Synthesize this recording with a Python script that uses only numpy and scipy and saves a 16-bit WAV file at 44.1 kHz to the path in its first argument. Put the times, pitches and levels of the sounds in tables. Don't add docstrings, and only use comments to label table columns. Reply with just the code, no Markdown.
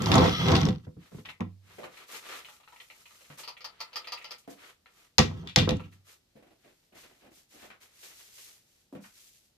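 import sys
import numpy as np
from scipy import signal
from scipy.fft import rfft, irfft, next_fast_len
from scipy.io import wavfile
from scipy.ndimage import map_coordinates

SR = 44100
rng = np.random.default_rng(int(sys.argv[2]) if len(sys.argv) > 2 else 0)


def unload_wav(signal):
    wavfile.write(
        sys.argv[1],
        SR,
        np.round(np.clip(np.atleast_2d(signal).T, -1, 1) * 32767).astype(np.int16),
    )


N = 422037
TAIL = np.arange(SR * 2 // 5) / SR

# time_s, level_db
PUSH = [(0.0, -26), (0.048, -31), (0.152, -18), (0.284, -22.5), (0.364, -40), (0.404, -30.5), (0.53, -20.5),
        (0.698, -31), (0.826, -63.5), (0.85, -48.5)]
FULL_SPEED_DB = -19.5
# time_s, clatter_db, brightest_hz, backswing_lead_s, backswing_db
SHAKE_STROKES = [(3.477, -39.5, 900, 0.043, -42.5), (3.644, -39.5, 960, 0.037, -47.5),
                 (3.804, -37.5, 900, 0.0089, -58), (3.958, -34.5, 1100, 0.028, -46.5),
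                 (4.121, -36, 945, .049, -39.5), (4.308, -41, 2000, 0.064, -41.5)]
# time_s, clatter_db, brightest_hz
TICKS = [(1.252, -44, 2590), (1.288, -39.5, 2320), (1.833, -41.5, 1140), (1.969, -48, 2170),
         (2.145, -48, 2370), (2.447, -44.5, 2560), (2.486, -48.5, 1300), (2.526, -57.5, 1180),
         (2.601, -57.5, 680), (2.633, -59.5, 2700), (2.676, -50.5, 1510), (2.723, -50.5, 950),
         (2.761, -52, 2260), (2.801, -44.5, 2540), (2.901, -46, 2400), (3.056, -49.5, 2310),
         (3.108, -61, 1240), (3.208, -55.5, 587), (3.244, -58, 2480), (3.302, -53, 1060), (3.387, -50, 900),
         (3.568, -46.5, 2410), (4.044, -45.5, 2700), (4.172, -42.5, 2660), (4.214, -46.5, 2100),
         (4.859, -52.5, 1950), (5.796, -47, 2100), (5.837, -53, 2450), (5.924, -61, 1900)]
BACKSWING_HZ = 2660
# time_s, lead_ms
SIFTER_LEAD = [(0, -.18), (.7, -.18), (1.3, .32), (5.2, .32), (5.6, .22)]
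BIN_LEAD_MS = 0.043
# frequency_hz, correlation
ALIKE = [(100, 0.96), (200, 0.97), (370, 0.25), (700, 0.13), (1300, 0.48), (2400, -0.27), (4500, 0.17),
         (14000, -0.3)]
# frequency_hz, width_hz, level_db
FRAME = [(81, 7.7, -2), (115, 16, -5.5), (167, 7, -12.5), (170, 26, 0), (236, 34, -5), (394, 46, -6),
         (467, 15, -2.5), (511, 18, -0.5), (671, 20, -5), (655, 12, -5), (775, 40, -2.5), (848, 5.7, -6.5),
         (1057, 100, -7.5), (954, 29, -8), (1146, 50, -7.5), (1290, 31, -11)]
# frequency_hz, width_hz, level_db
CASTER = [(1916, 65, 7), (2380, 14, 9.5), (2530, 27, -3), (2800, 53, -1), (3270, 25, -8.5),
          (3530, 220, -3.5), (3760, 92, -12), (4220, 17, -12), (4080, 21, -8), (5100, 33, -13),
          (5450, 46, -8.5), (6060, 200, -11.5), (6840, 150, -4.5), (8140, 62, -1)]
# frequency_hz, width_hz, level_db
WIRES = [(486, 34, -6), (680, 25, -8.5), (966, 78, -10), (1182, 27, 4), (1308, 110, -3), (2440, 40, -21),
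         (3010, 24, -22.5), (3200, 64, -11.5), (4300, 40, -17), (4710, 32, -20.5), (5000, 19, -1.5),
         (6030, 53, -25.5)]
# frequency_hz, level_db
RUMBLE = [(20, -30.5), (50, -8.5), (66, -10.5), (85, -3.5), (120, -2), (172, -2), (240, -9.5), (330, -11),
          (500, -31), (1000, -70)]
# frequency_hz, level_db
GRIND = [(150, -31.5), (300, 0.5), (450, 0), (700, -2), (1150, -5), (1500, -8), (2200, -12.5), (5000, -54)]
# frequency_hz, level_db
STEEL = [(300, -29.5), (900, -5.5), (1600, -2), (2500, -3), (3600, -2), (5200, -3.5), (7000, -9),
         (7900, -14), (8800, -21.5), (10500, -16.5), (13500, -20), (15000, -35)]
# frequency_hz, level_db
CLATTER = [(190, -72), (330, -29), (484, -2.5), (757, -6), (957, -0.5), (1060, -8), (1150, -7), (1360, -1),
           (1450, -18), (1580, -14.5), (1830, -2), (2490, -1), (2690, 0), (3820, -5), (4200, 0),
           (5460, -43.5), (9240, -120)]
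# frequency_hz, level_db
SCUFF = [(600, -8), (1300, 1), (2500, -1), (4000, -12), (9000, -30)]
# frequency_hz, level_db
DEBRIS = [(500, -14.5), (1200, 3.5), (3000, 4.5), (5500, 0), (7500, -19.5), (13000, -25.5)]


def amp(db):
    return 10 ** (np.asarray(db) / 20)


def tilt(left_db):
    return amp([[left_db], [-left_db]])


def unit(x):
    return x / np.sqrt(np.mean(x ** 2) + 1e-20)


def along(points, hz):
    f, v = np.transpose(points)
    return np.interp(np.log(hz + 1), np.log(f), v)


def gains(rows):
    s, db = np.transpose(rows)
    t = np.arange(N) / SR
    ending = np.interp(t, [s[-1], s[-1] + .02], [1, 0])
    return ending * amp(np.interp(t, s, db))


def swells(rows, rise_share, t60):
    power = np.zeros((len(rows[0]) - 2, N))
    for s, length, *db in rows:
        t = np.arange(int((length + t60) * SR)) / SR
        rise = np.minimum(t / (rise_share * length), 1)
        envelope = rise * amp(-60 * np.maximum(t - length, 0) / t60)
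        add(power, s, (amp(db)[:, None] * envelope) ** 2)
    return np.sqrt(power)


def surges():
    swing_db, swings_per_s = 2.5, 12
    knots = np.arange(N) * swings_per_s / SR
    return amp(swing_db * np.interp(knots, np.arange(1000), rng.uniform(-1, 1, 1000)))


def add(track, s, sound):
    start = max(0, round(s * SR))
    track[:, start:start + sound.shape[1]] += sound[:, :N - start]


def body(resonances, between):
    def response(hz):
        peaks = sum(amp(2 * db) / (1 + (2 * (hz - f) / width) ** 2) ** 2 for f, width, db in resonances)
        return between + np.sqrt(peaks)
    return response


def uneven(shape, ripple_db, spacing_hz):
    strengths = np.clip(rng.standard_normal(600), -1.6, 1.6)
    return lambda hz: shape(hz) * amp(ripple_db * map_coordinates(strengths, [hz / spacing_hz], mode="mirror"))


def favour(shape, centre_hz, lift_db, octaves, ripple_db, spacing_hz):
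    struck = uneven(shape, ripple_db, spacing_hz)
    return lambda hz: struck(hz) * amp(lift_db * np.exp(-(np.log2((hz + 1) / centre_hz) / octaves) ** 2))


def colour(pair, spectrum, shape=lambda hz: 1):
    n = pair.shape[1]
    m = next_fast_len(n + 4096)
    hz = np.fft.rfftfreq(m, 1 / SR)
    turn = np.arccos(np.clip(along(ALIKE, hz), -1, 1)) / 2
    filtered = rfft(pair, m) * amp(along(spectrum, hz)) * shape(hz)
    mid, side = irfft(filtered * [np.cos(turn), np.sin(turn)], m)[:, :n]
    return unit(np.array([mid + side, mid - side]))


def placed(pair, lead_ms, direct):
    n = pair.shape[1]
    m = next_fast_len(n + 256)
    left, right = rfft(pair, m)
    share = np.clip(direct, 0, .9)
    early = np.exp(1j * np.pi * np.fft.rfftfreq(m, 1 / SR) * lead_ms / 1000)
    mid = (left + right) / 2 * np.sqrt(1 + share)
    side = (left - right) / 2 * np.sqrt(1 - share)
    return irfft(np.array([(mid + side) * early, (mid - side) / early]), m)[:, :n]


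def burst(spectrum, t60, attack, shape=lambda hz: 1):
    fade = amp(-60 * TAIL / t60) * (1 - np.exp(-TAIL / attack))
    sound = colour(rng.standard_normal((2, len(TAIL))), spectrum, shape) * fade
    return unit(sound) * np.sqrt(np.mean(fade ** 2))


def flurry(spectrum, delays, levels_db, t60, shape):
    age = TAIL - np.asarray(delays)[:, None]
    energy = (age >= 0) * amp(2 * (np.asarray(levels_db)[:, None] - 60 * np.maximum(age, 0) / t60))
    fade = np.sqrt(energy.sum(axis=0))
    sound = colour(rng.standard_normal((2, len(TAIL))), spectrum, shape) * fade
    return unit(sound) * np.sqrt(np.mean(fade ** 2))


def ring(modes, scatter_db):
    hz, db, t60 = np.transpose(modes)[:, :, None]
    size = amp(db + scatter_db * rng.standard_normal(hz.shape))
    phase = 2 * np.pi * (hz * TAIL + rng.random(hz.shape))
    skew = np.arccos(np.clip(along(ALIKE, hz), -1, 1)) / 2 * rng.choice([-1, 1], hz.shape)
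    decay = amp(-60 * TAIL / t60) * (1 - np.exp(-TAIL / 0.0029))
    fade = size / np.linalg.norm(size) * decay
    return np.array([(fade * np.sin(phase + side * skew)).sum(0) for side in (1, -1)])


def grains(rate, spread_db, life):
    sizes = amp(spread_db * np.clip(rng.standard_normal(N), -2, 2))
    kicks = (rng.random(N) < rate / SR) * sizes
    energy = signal.lfilter([1], [1, -np.exp(-2 / (life * SR))], kicks ** 2)
    return unit(np.sqrt(energy) * rng.standard_normal((2, N)))


def wheels(spectrum, shape, rate, life, spacing_hz, count):
    voices = [uneven(shape, ripple_db=7.5, spacing_hz=spacing_hz) for _ in range(count)]
    return unit(sum(colour(grains(rate / count, spread_db=4, life=life), spectrum, voice) for voice in voices))


def room(x):
    # frequency_hz, t60_s
    decay_times = [(100, 0.29), (400, 0.22), (1200, 0.23), (4000, 0.16), (12000, 0.022)]
    noise = colour(rng.standard_normal((2, len(TAIL))), [(20, 0), (20000, 0)])
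    hz, t, z = signal.stft(noise, SR, nperseg=256)
    decay = amp(-60 * t / along(decay_times, hz)[:, None])
    tail = signal.istft(z * decay, SR, nperseg=256)[1]
    tail = np.pad(tail, ((0, 0), (SR // 150, 0)))
    return signal.fftconvolve(x, tail / np.linalg.norm(tail[0]), axes=1)[:, :N]


def air():
    # frequency_hz, level_db
    air_colour = [(15, -34), (25, 0.5), (71, -3), (389, -10), (778, -16), (1020, -22), (4400, -16.5),
                  (10600, -25), (13100, -21.5), (14600, -28.5)]
    return amp(-72) * colour(rng.standard_normal((2, N)), air_colour)


def clothes():
    # start_s, length_s, level_db
    brushes = [(6.35, 0.16, -60.5), (6.64, 0.051, -66.5), (6.92, 0.065, -60), (7.04, 0.072, -59),
               (7.21, 0.12, -59.5), (7.53, 0.16, -60.5)]
    # frequency_hz, level_db
    cloth = [(100, -14), (220, -8.5), (340, -3.5), (480, -8.5), (680, -7), (1000, -19.5), (2500, -18.5),
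             (6000, -34)]
    brushing = swells(brushes, rise_share=0.18, t60=0.31) * surges()
    return brushing * colour(grains(rate=73, spread_db=-4.0, life=0.03), cloth)


def bumps():
    # time_s, tap_db, boom_db, scuff_db, boom_hz
    bump_rows = [(1.783, -41, -53, -53, 450), (1.838, -46, -51.5, -46, 497), (3.3, -54.5, -53.5, -52, 162),
                 (4.476, -43.5, -46.5, -56.5, 296), (6.354, -63, -56.5, -80, 474),
                 (7.627, -53.5, -62, -52.5, 261), (7.701, -63, -90, -48, 250),
                 (8.926, -48.5, -44.5, -68, 283), (8.95, -45.5, -46, -54.5, 183),
                 (9.039, -84, -76, -52, 202.5)]
    # frequency_hz, level_db
    tap = [(200, -18), (380, 4), (650, 3), (1000, -10), (1500, -23), (3000, -29)]
    boom = [(50, -28), (110, -8), (170, -1), (280, -1), (400, -11), (650, -13), (1200, -40.5)]
    out = np.zeros((2, N))
    for s, tap_db, boom_db, scuff_db, boom_hz in bump_rows:
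        wall = favour(np.ones_like, boom_hz, lift_db=15.0, octaves=0.3, ripple_db=6.0, spacing_hz=44.5)
        add(out, s, amp(tap_db) * burst(tap, t60=0.14, attack=0.0002))
        add(out, s, amp(boom_db + 5.5) * burst(boom, t60=0.13, attack=0.0027, shape=wall))
        add(out, s, amp(scuff_db + 0.5) * burst(SCUFF, t60=0.15, attack=0.00094))
    return out


def compost():
    # start_s, length_s, clods_db, crumbs_db
    slides = [(0.98, 0.11, -64, -75.5), (1.09, 0.11, -64.5, -71), (1.61, 0.22, -62.5, -72),
              (1.88, 0.16, -58.5, -71), (2.06, 0.11, -51, -57.5), (2.2, 0.19, -50, -61.5),
              (2.42, 0.15, -70, -70.5), (2.57, 0.45, -73.5, -72.5), (2.88, 0.47, -70, -71),
              (3.37, 0.032, -57, -58), (3.5, 0.84, -65.5, -87), (4.38, 0.0068, -87, -69),
              (4.49, 0.027, -61, -63.5), (4.54, 0.16, -59.5, -70.5), (4.88, 0.18, -69, -76),
              (5.91, 0.033, -70, -78), (6.04, 0.09, -68, -69.5)]
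    # start_s, length_s, clods_db, crumbs_db
    stirs = [(6.42, .45, -81.5, -85.5), (6.58, 0.12, -68, -81.5), (6.94, 0.078, -54.5, -64),
             (7.03, 0.18, -67.5, -79.5), (7.3, 0.1, -69.5, -70.5), (7.48, 0.076, -63, -68.5),
             (7.56, 0.1, -57.5, -68), (7.8, 0.035, -60, -66), (7.87, 0.2, -60.5, -69),
             (7.99, 0.096, -54.5, -59.5), (8.1, .17, -64, -64), (8.27, 0.22, -62.5, -61),
             (8.46, 0.098, -70, -67.5), (8.6, 0.22, -78, -78), (9.0, 0.071, -65.5, -65.5),
             (9.08, 0.2, -70.5, -67), (9.3, 0.081, -83.5, -73), (9.41, 0.049, -98, -80)]
    # frequency_hz, level_db
    shuffle = [(100, -24.5), (250, -9.5), (380, -0.5), (750, -4.5), (1250, -2.5), (2200, 1), (4000, -5),
               (9000, -31.5)]
    crumb_colour = [(880, -33.5), (1500, -19), (1900, -9), (2530, -5), (6560, -1.5), (9600, -6),
                    (13300, -4), (14600, -10)]
    flow_rise_share, slide_t60_s, stir_t60_s = 0.55, 0.24, 0.33
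    spill_s, spill_clods_db, spill_crumbs_db = 0.0098, -22, -28.5
    spills = [(s, spill_s, db + spill_clods_db, db + spill_crumbs_db) for s, db, *_ in SHAKE_STROKES + TICKS]
    slide_gains = swells(slides, flow_rise_share, slide_t60_s)
    sliding, falling = slide_gains + swells(spills, rise_share=0.96, t60=0.2)
    stirring, trickling = swells(stirs, flow_rise_share, stir_t60_s)
    on_mesh = colour(grains(rate=350, spread_db=1.0, life=0.015), shuffle, body(WIRES, between=0.81))
    in_bin = colour(grains(rate=350, spread_db=-9, life=0.044), shuffle)
    patter = colour(grains(rate=4100, spread_db=-1.0, life=.002), crumb_colour)
    clods = amp(3.5) * sliding * on_mesh + amp(-0.5) * stirring * in_bin
    return surges() * (clods + amp(10.0) * (falling + trickling) * patter)


def whirr():
    # time_s, level_db
    spin = [(0.08, -50), (0.17, -39), (0.28, -36.5), (0.36, -33.5), (0.54, -37), (0.68, -50), (0.76, -76)]
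    # frequency_hz, width_hz, level_db
    race_modes = [(1284, 73, 4.5), (2070, 55, 1), (2980, 50, -3), (3330, 56, 4.5), (3610, 40, -2),
                  (4050, 50, -7), (4000, 47, -5.5), (4200, 41, -7), (5400, 100, -2.5), (5560, 100, -11.5),
                  (5970, 110, -2)]
    # frequency_hz, level_db
    whirr_colour = [(700, -24), (1200, -1), (3500, 6), (5950, -3), (6300, -17.5), (8000, -28.5),
                    (13000, -24.5)]
    races = colour(grains(rate=690, spread_db=-0.5, life=.006), whirr_colour, body(race_modes, between=0.24))
    return gains(spin) * placed(races, SIFTER_LEAD[0][1], direct=0.63)


def debris():
    # time_s, level_db
    sifted = [(0.0, -61), (0.1, -52), (0.33, -53.5), (0.45, -57), (0.62, -67), (0.74, -76)]
    # frequency_hz, level_db
    sift_hiss = [(2000, -9), (6000, -3), (8300, -9.5), (10500, -1), (13300, 0), (14600, -9)]
    full_speed_ticks_db = -35
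    force = gains(PUSH) / amp(FULL_SPEED_DB)
    ticks = colour(grains(rate=90, spread_db=3.5, life=.0018), DEBRIS)
    hiss = gains(sifted) * colour(rng.standard_normal((2, N)), sift_hiss)
    return amp(full_speed_ticks_db) * force * ticks + hiss


def pings():
    # time_s, level_db
    ping_rows = [(1.256, -41), (1.291, -42.5), (1.301, -44)]
    # frequency_hz, width_hz, level_db
    ping_modes = [(1220, 24, -16), (1940, 29, -0.5), (2430, 25, -2), (2800, 40, 0), (3200, 36, 0),
                  (3644, 55, 6)]
    out = np.zeros((2, N))
    for s, db in ping_rows:
        add(out, s, amp(db) * burst(SCUFF, t60=0.09, attack=0.002, shape=body(ping_modes, between=0.3)))
        add(out, s, amp(db) * burst(DEBRIS, t60=0.02, attack=0.0005))
    return out


def rattles(count=7):
    tipped_s, stray_db, stray_spread_db, dullest_hz = (1.9, 3.35), -59, 2, 820
    slots = np.linspace(*tipped_s, count + 1)
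    strays = [(rng.uniform(a, b), rng.normal(stray_db, stray_spread_db), rng.uniform(dullest_hz, BACKSWING_HZ))
              for a, b in zip(slots, slots[1:])]
    out = np.zeros((2, N))
    for s, db, centre_hz in TICKS + strays:
        struck = favour(body(WIRES, between=.9), centre_hz,
                        lift_db=11, octaves=0.65, ripple_db=3, spacing_hz=170.0)
        delays = [0, rng.uniform(.003, .008)]
        add(out, s, amp(db - 0.5) * flurry(CLATTER, delays, [0, -3], t60=0.06, shape=struck))
    return placed(out, BIN_LEAD_MS, direct=.3)


def rolling():
    # start_s, length_s, rumble_db
    creeps = [(1.62, 0.28, -67.5), (5.27, .2, -42.5), (5.75, 0.011, -41), (5.84, 0.019, -47.5),
              (5.92, 0.059, -66.5)]
    grind_db, grind_growth = -22.5, 1.45
    thrown_s, thrown_db, thrown_t60_s = 0.53, -43, 0.22
    faint_chatter_db = -20.5
    speed = gains(PUSH) + swells(creeps, rise_share=0.14, t60=0.22)[0]
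    grinding = amp(grind_db) * (speed / amp(FULL_SPEED_DB)) ** grind_growth
    thrown = amp(thrown_db - 60 * np.maximum(np.arange(N) / SR - thrown_s, 0) / thrown_t60_s)
    chatter = np.maximum(thrown, amp(faint_chatter_db) * speed)
    jolts = colour(grains(rate=900, spread_db=1.5, life=.012), RUMBLE, body(FRAME, between=.8))
    swing = np.abs(signal.hilbert(jolts, next_fast_len(N))[:, :N]).mean(axis=0)
    rumble = amp(0.3) * speed * unit(jolts / np.sqrt(1 + .4 * swing ** 2))
    grind = grinding * wheels(GRIND, body(FRAME, between=0.29), rate=450, life=0.0097, spacing_hz=69.7, count=3)
    bearings = wheels(STEEL, body(CASTER, between=0.35), rate=260, life=0.017, spacing_hz=167.0, count=2)
    jiggle = colour(grains(rate=240, spread_db=-3, life=0.0015), CLATTER, body(WIRES, between=0.076))
    loose = chatter * (amp(1.5) * bearings + amp(1) * jiggle)
    return rumble + placed(grind + loose, SIFTER_LEAD[0][1], direct=.3)


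def knocks():
    # time_s, thud_db, rap_db, mesh_db, brightest_hz
    knock_rows = [(0.058, -38.5, -37.5, -50, 900), (0.118, -31.5, -26.5, -45.5, 800),
                  (0.152, -27, -25, -42, 780), (0.182, -25, -23, -42, 1000), (0.227, -29, -21, -41.5, 700),
                  (0.235, -23.5, -23, -42.5, 1050), (0.254, -27.5, -28, -46.5, 950),
                  (0.481, -36.5, -28, -44, 900), (0.511, -30.5, -32.5, -39, 500),
                  (0.609, -28.5, -44, -41, 700), (0.633, -20, -53, -46, 450), (0.667, -23.5, -32, -43, 450),
                  (0.686, -25, -32.5, -38, 500), (0.868, -39, -47, -76, 500), (0.966, -43, -58, -70, 450),
                  (1.117, -48.5, -53, -82, 550), (1.144, -40.5, -51, -44.5, 330),
                  (1.184, -51, -48.5, -53, 380), (1.275, -55.5, -67, -76, 450), (1.4, -43.5, -47, -33, 900),
                  (1.407, -41, -35, -27.5, 950), (1.463, -56, -64, -41.5, 300),
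                  (5.185, -23, -17, -34.5, 1050), (5.191, -17.5, -17, -19.5, 400),
                  (5.248, -36.5, -37.5, -37, 360), (5.31, -45.5, -47, -44.5, 800),
                  (5.564, -19, -21.5, -29, 750), (5.598, -23, -36.5, -46.5, 450),
                  (5.625, -26.5, -34, -43.5, 420), (5.6747, -33, -24, -25.5, 415),
                  (5.691, -31.5, -28.5, -48, 660), (5.714, -23.5, -33, -34, 650),
                  (5.797, -66, -43.5, -68, 1100)]
    # frequency_hz, level_db, t60_s
    plank_modes = [(330, -10.5, 0.18), (421, -1.5, 0.11), (503, -5, 0.15), (670, -10.5, 0.08),
                   (866, -12, 0.061), (998, -11, 0.069), (1043, -12.5, .082), (1167, -11, .1),
                   (1330, -12.5, 0.12)]
    # frequency_hz, level_db, t60_s
    mesh_modes = [(72, -14, .28), (96, -12, .7), (124, -19, .25), (178, -6, .2), (232, -2, .25),
                  (318, -6, .12), (445, -12, .09), (511, -14, .1), (713, -23, .14)]
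    out = np.zeros((2, N))
    wood = body(FRAME, between=0.79)
    for s, thud_db, rap_db, mesh_db, centre_hz in knock_rows:
        side = favour(wood, centre_hz, lift_db=8, octaves=0.41, ripple_db=0.5, spacing_hz=40.8)
        place = favour(np.ones_like, centre_hz, lift_db=13.5, octaves=0.53, ripple_db=0.5, spacing_hz=39.7)
        modes = np.array(plank_modes)
        modes[:, 1] += 20 * np.log10(place(modes[:, 0]))
        add(out, s, amp(thud_db + 4.0) * burst(RUMBLE, t60=0.19, attack=0.0047, shape=wood))
        add(out, s, amp(rap_db - 0.5) * burst(GRIND, t60=0.1, attack=0.00055, shape=side))
        add(out, s, amp(rap_db + 3.5) * ring(modes, scatter_db=1.0))
        add(out, s, amp(mesh_db + 3.0) * ring(mesh_modes, scatter_db=1.0))
    return out


def clacks(count=5):
    # time_s, crack_db, ring_db, brightest_hz
    clack_rows = [(0.02, -29, -49, 7950), (0.059, -23, -41.5, 4800), (0.117, -16, -27.5, 3900),
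                  (0.141, -18.5, -30, 4873), (0.155, -19, -38, 8070), (0.181, -24, -32.5, 4440),
                  (0.208, -29, -34.5, 4210), (0.24, -28.5, -33, 4682), (0.25, -37.5, -39, 5980),
                  (0.259, -28, -31, 3480), (0.484, -23.5, -36, 3036), (0.506, -34, -39.5, 5000),
                  (0.518, -22.5, -40, 4670), (0.552, -22, -26, 4500), (0.565, -22.5, -46, 4610),
                  (0.607, -30, -41, 3760), (0.614, -25.5, -54, 5400), (0.653, -27.5, -51, 5340),
                  (0.687, -28, -46, 3730), (1.406, -34, -50, 2280), (5.1822, -7.5, -20.5, 5600),
                  (5.1872, -20.5, -24, 2400), (5.19, -11, -27.5, 5094), (5.473, -34, -41.5, 3475),
                  (5.495, -41, -45, 3450), (5.560, -6, -21.5, 4607), (5.581, -24.5, -23.5, 2995),
                  (5.586, -20, -27.5, 4264), (5.629, -41, -41, 2780), (5.691, -19, -33.5, 3450),
                  (5.707, -26, -43, 2680), (5.768, -47, -61, 7650)]
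    # frequency_hz, level_db
    ring_colour = [(300, -28.5), (900, -3), (1600, -1), (2500, 1), (3600, -1), (5200, -7.5), (7000, -13),
                   (7900, -16), (8800, -24.5), (10500, -22), (13500, -24.5), (15000, -38.5)]
    bounce_s, bounce_db, bounce_loss_db = .013, -5, 5.5
    out = np.zeros((2, N))
    for s, crack_db, ring_db, centre_hz in clack_rows:
        steel = favour(body(CASTER, between=.7), centre_hz,
                       lift_db=9, octaves=0.55, ripple_db=1.5, spacing_hz=130)
        delays = np.cumsum(bounce_s * rng.uniform(.4, 1.6, count))
        levels = bounce_db - bounce_loss_db * np.arange(count) + rng.uniform(-3, 3, count)
        loose = uneven(body(CASTER, between=0.5), ripple_db=4, spacing_hz=293)
        crack = amp(crack_db + 2.0) * burst(STEEL, t60=.018, attack=0.00046, shape=steel)
        ringing = amp(ring_db - 1.0) * burst(ring_colour, t60=0.21, attack=0.00094, shape=steel)
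        bounces = amp(ring_db) * flurry(ring_colour, delays, levels, t60=0.018, shape=loose)
        lead_ms = np.interp(s, *np.transpose(SIFTER_LEAD))
        add(out, s, placed(crack + ringing + bounces, lead_ms, direct=0.18))
    return out


def shudders(count=4, corners=3):
    # time_s, clatter_db
    landings = [(5.196, -25.5), (5.574, -27.5)]
    # frequency_hz, level_db
    shudder_colour = [(200, -16), (450, -0.5), (1250, 0.5), (1700, -6), (3300, -6), (6500, -12.5),
                      (8000, -24), (13000, -40)]
    gap_s, loss_db_per_s = .02, 230
    out = np.zeros((2, N))
    for s, db in landings:
        for _ in range(corners):
            delays = np.cumsum(gap_s * rng.uniform(.5, 1.5, count)) - gap_s / 2
            levels = rng.uniform(-3, 3, count) - loss_db_per_s * delays
            shape = uneven(np.ones_like, ripple_db=5, spacing_hz=210)
            add(out, s, amp(db) * flurry(shudder_colour, delays, levels, t60=0.021, shape=shape))
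    return placed(out, SIFTER_LEAD[-1][1], direct=.4)


def shake_contacts():
    stroke_zing_db, backswing_zing_db, rebound_zing_db = 3, -1.5, -9.5
    rebound_s, rebound_db = 0.13, -25
    contacts = []
    for s, db, hz, lead_s, back_db in SHAKE_STROKES:
        contacts.append((s - lead_s, back_db, backswing_zing_db, BACKSWING_HZ))
        contacts.append((s, db, stroke_zing_db, hz))
        contacts.append((s + rebound_s, db + rebound_db, rebound_zing_db, BACKSWING_HZ))
    return contacts


def shakes(count=4):
    # frequency_hz, level_db
    zing_colour = [(2500, -38), (4000, -6), (4750, 11.5), (5300, -2.5), (6000, -3.5), (7500, -22),
                   (10000, -20), (13500, -13), (15000, -24)]
    flurry_s, flurry_loss_db = 0.013, 5
    flex_share = .035
    out = np.zeros((2, N))
    wires = body(WIRES, between=0.52)
    for s, clatter_db, zing_db, centre_hz in shake_contacts():
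        steps = np.r_[0, np.arange(1, count) + rng.uniform(-.45, .45, count - 1)] / (count - 1)
        delays, levels = flurry_s * steps, -flurry_loss_db * steps
        flex = 1 + rng.uniform(-flex_share, flex_share)
        struck = favour(lambda hz: wires(hz / flex), centre_hz,
                        lift_db=3.0, octaves=0.48, ripple_db=1.5, spacing_hz=187.0)
        flexed_zing = np.multiply(zing_colour, [flex, 1])
        clatter = flurry(CLATTER, delays, levels, t60=0.069, shape=struck)
        zing = flurry(flexed_zing, delays, levels, t60=0.061, shape=struck)
        add(out, s, amp(clatter_db - 2.5) * (clatter + amp(zing_db) * zing))
    return placed(out, BIN_LEAD_MS, direct=0.42)


def scene():
    frame = (rolling() + knocks()) * tilt(-.5)
    steel_and_scraps = (clacks() + shudders() + pings() + whirr() + debris()) * tilt(1.2)
    near = frame + steel_and_scraps
    far = (shakes() + rattles()) * tilt(.8) + bumps()
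    echo = room(amp(-18.0) * near + amp(-6.5) * far)
    return near + far + compost() * tilt(.3) + clothes() + air() + echo


def record(dry):
    peak_top, top_hz = .85, 14500
    dry = signal.sosfilt(signal.butter(2, 42, "highpass", fs=SR, output="sos"), dry)
    dry = dry / (1 + np.abs(dry / peak_top) ** 8) ** (1 / 8)
    m = next_fast_len(N + SR)
    hz = np.fft.rfftfreq(m, 1 / SR)
    return irfft(rfft(dry, m) / np.sqrt(1 + (hz / top_hz) ** 120), m)[:, :N]


dry = scene()
out = record(dry)
unload_wav(out)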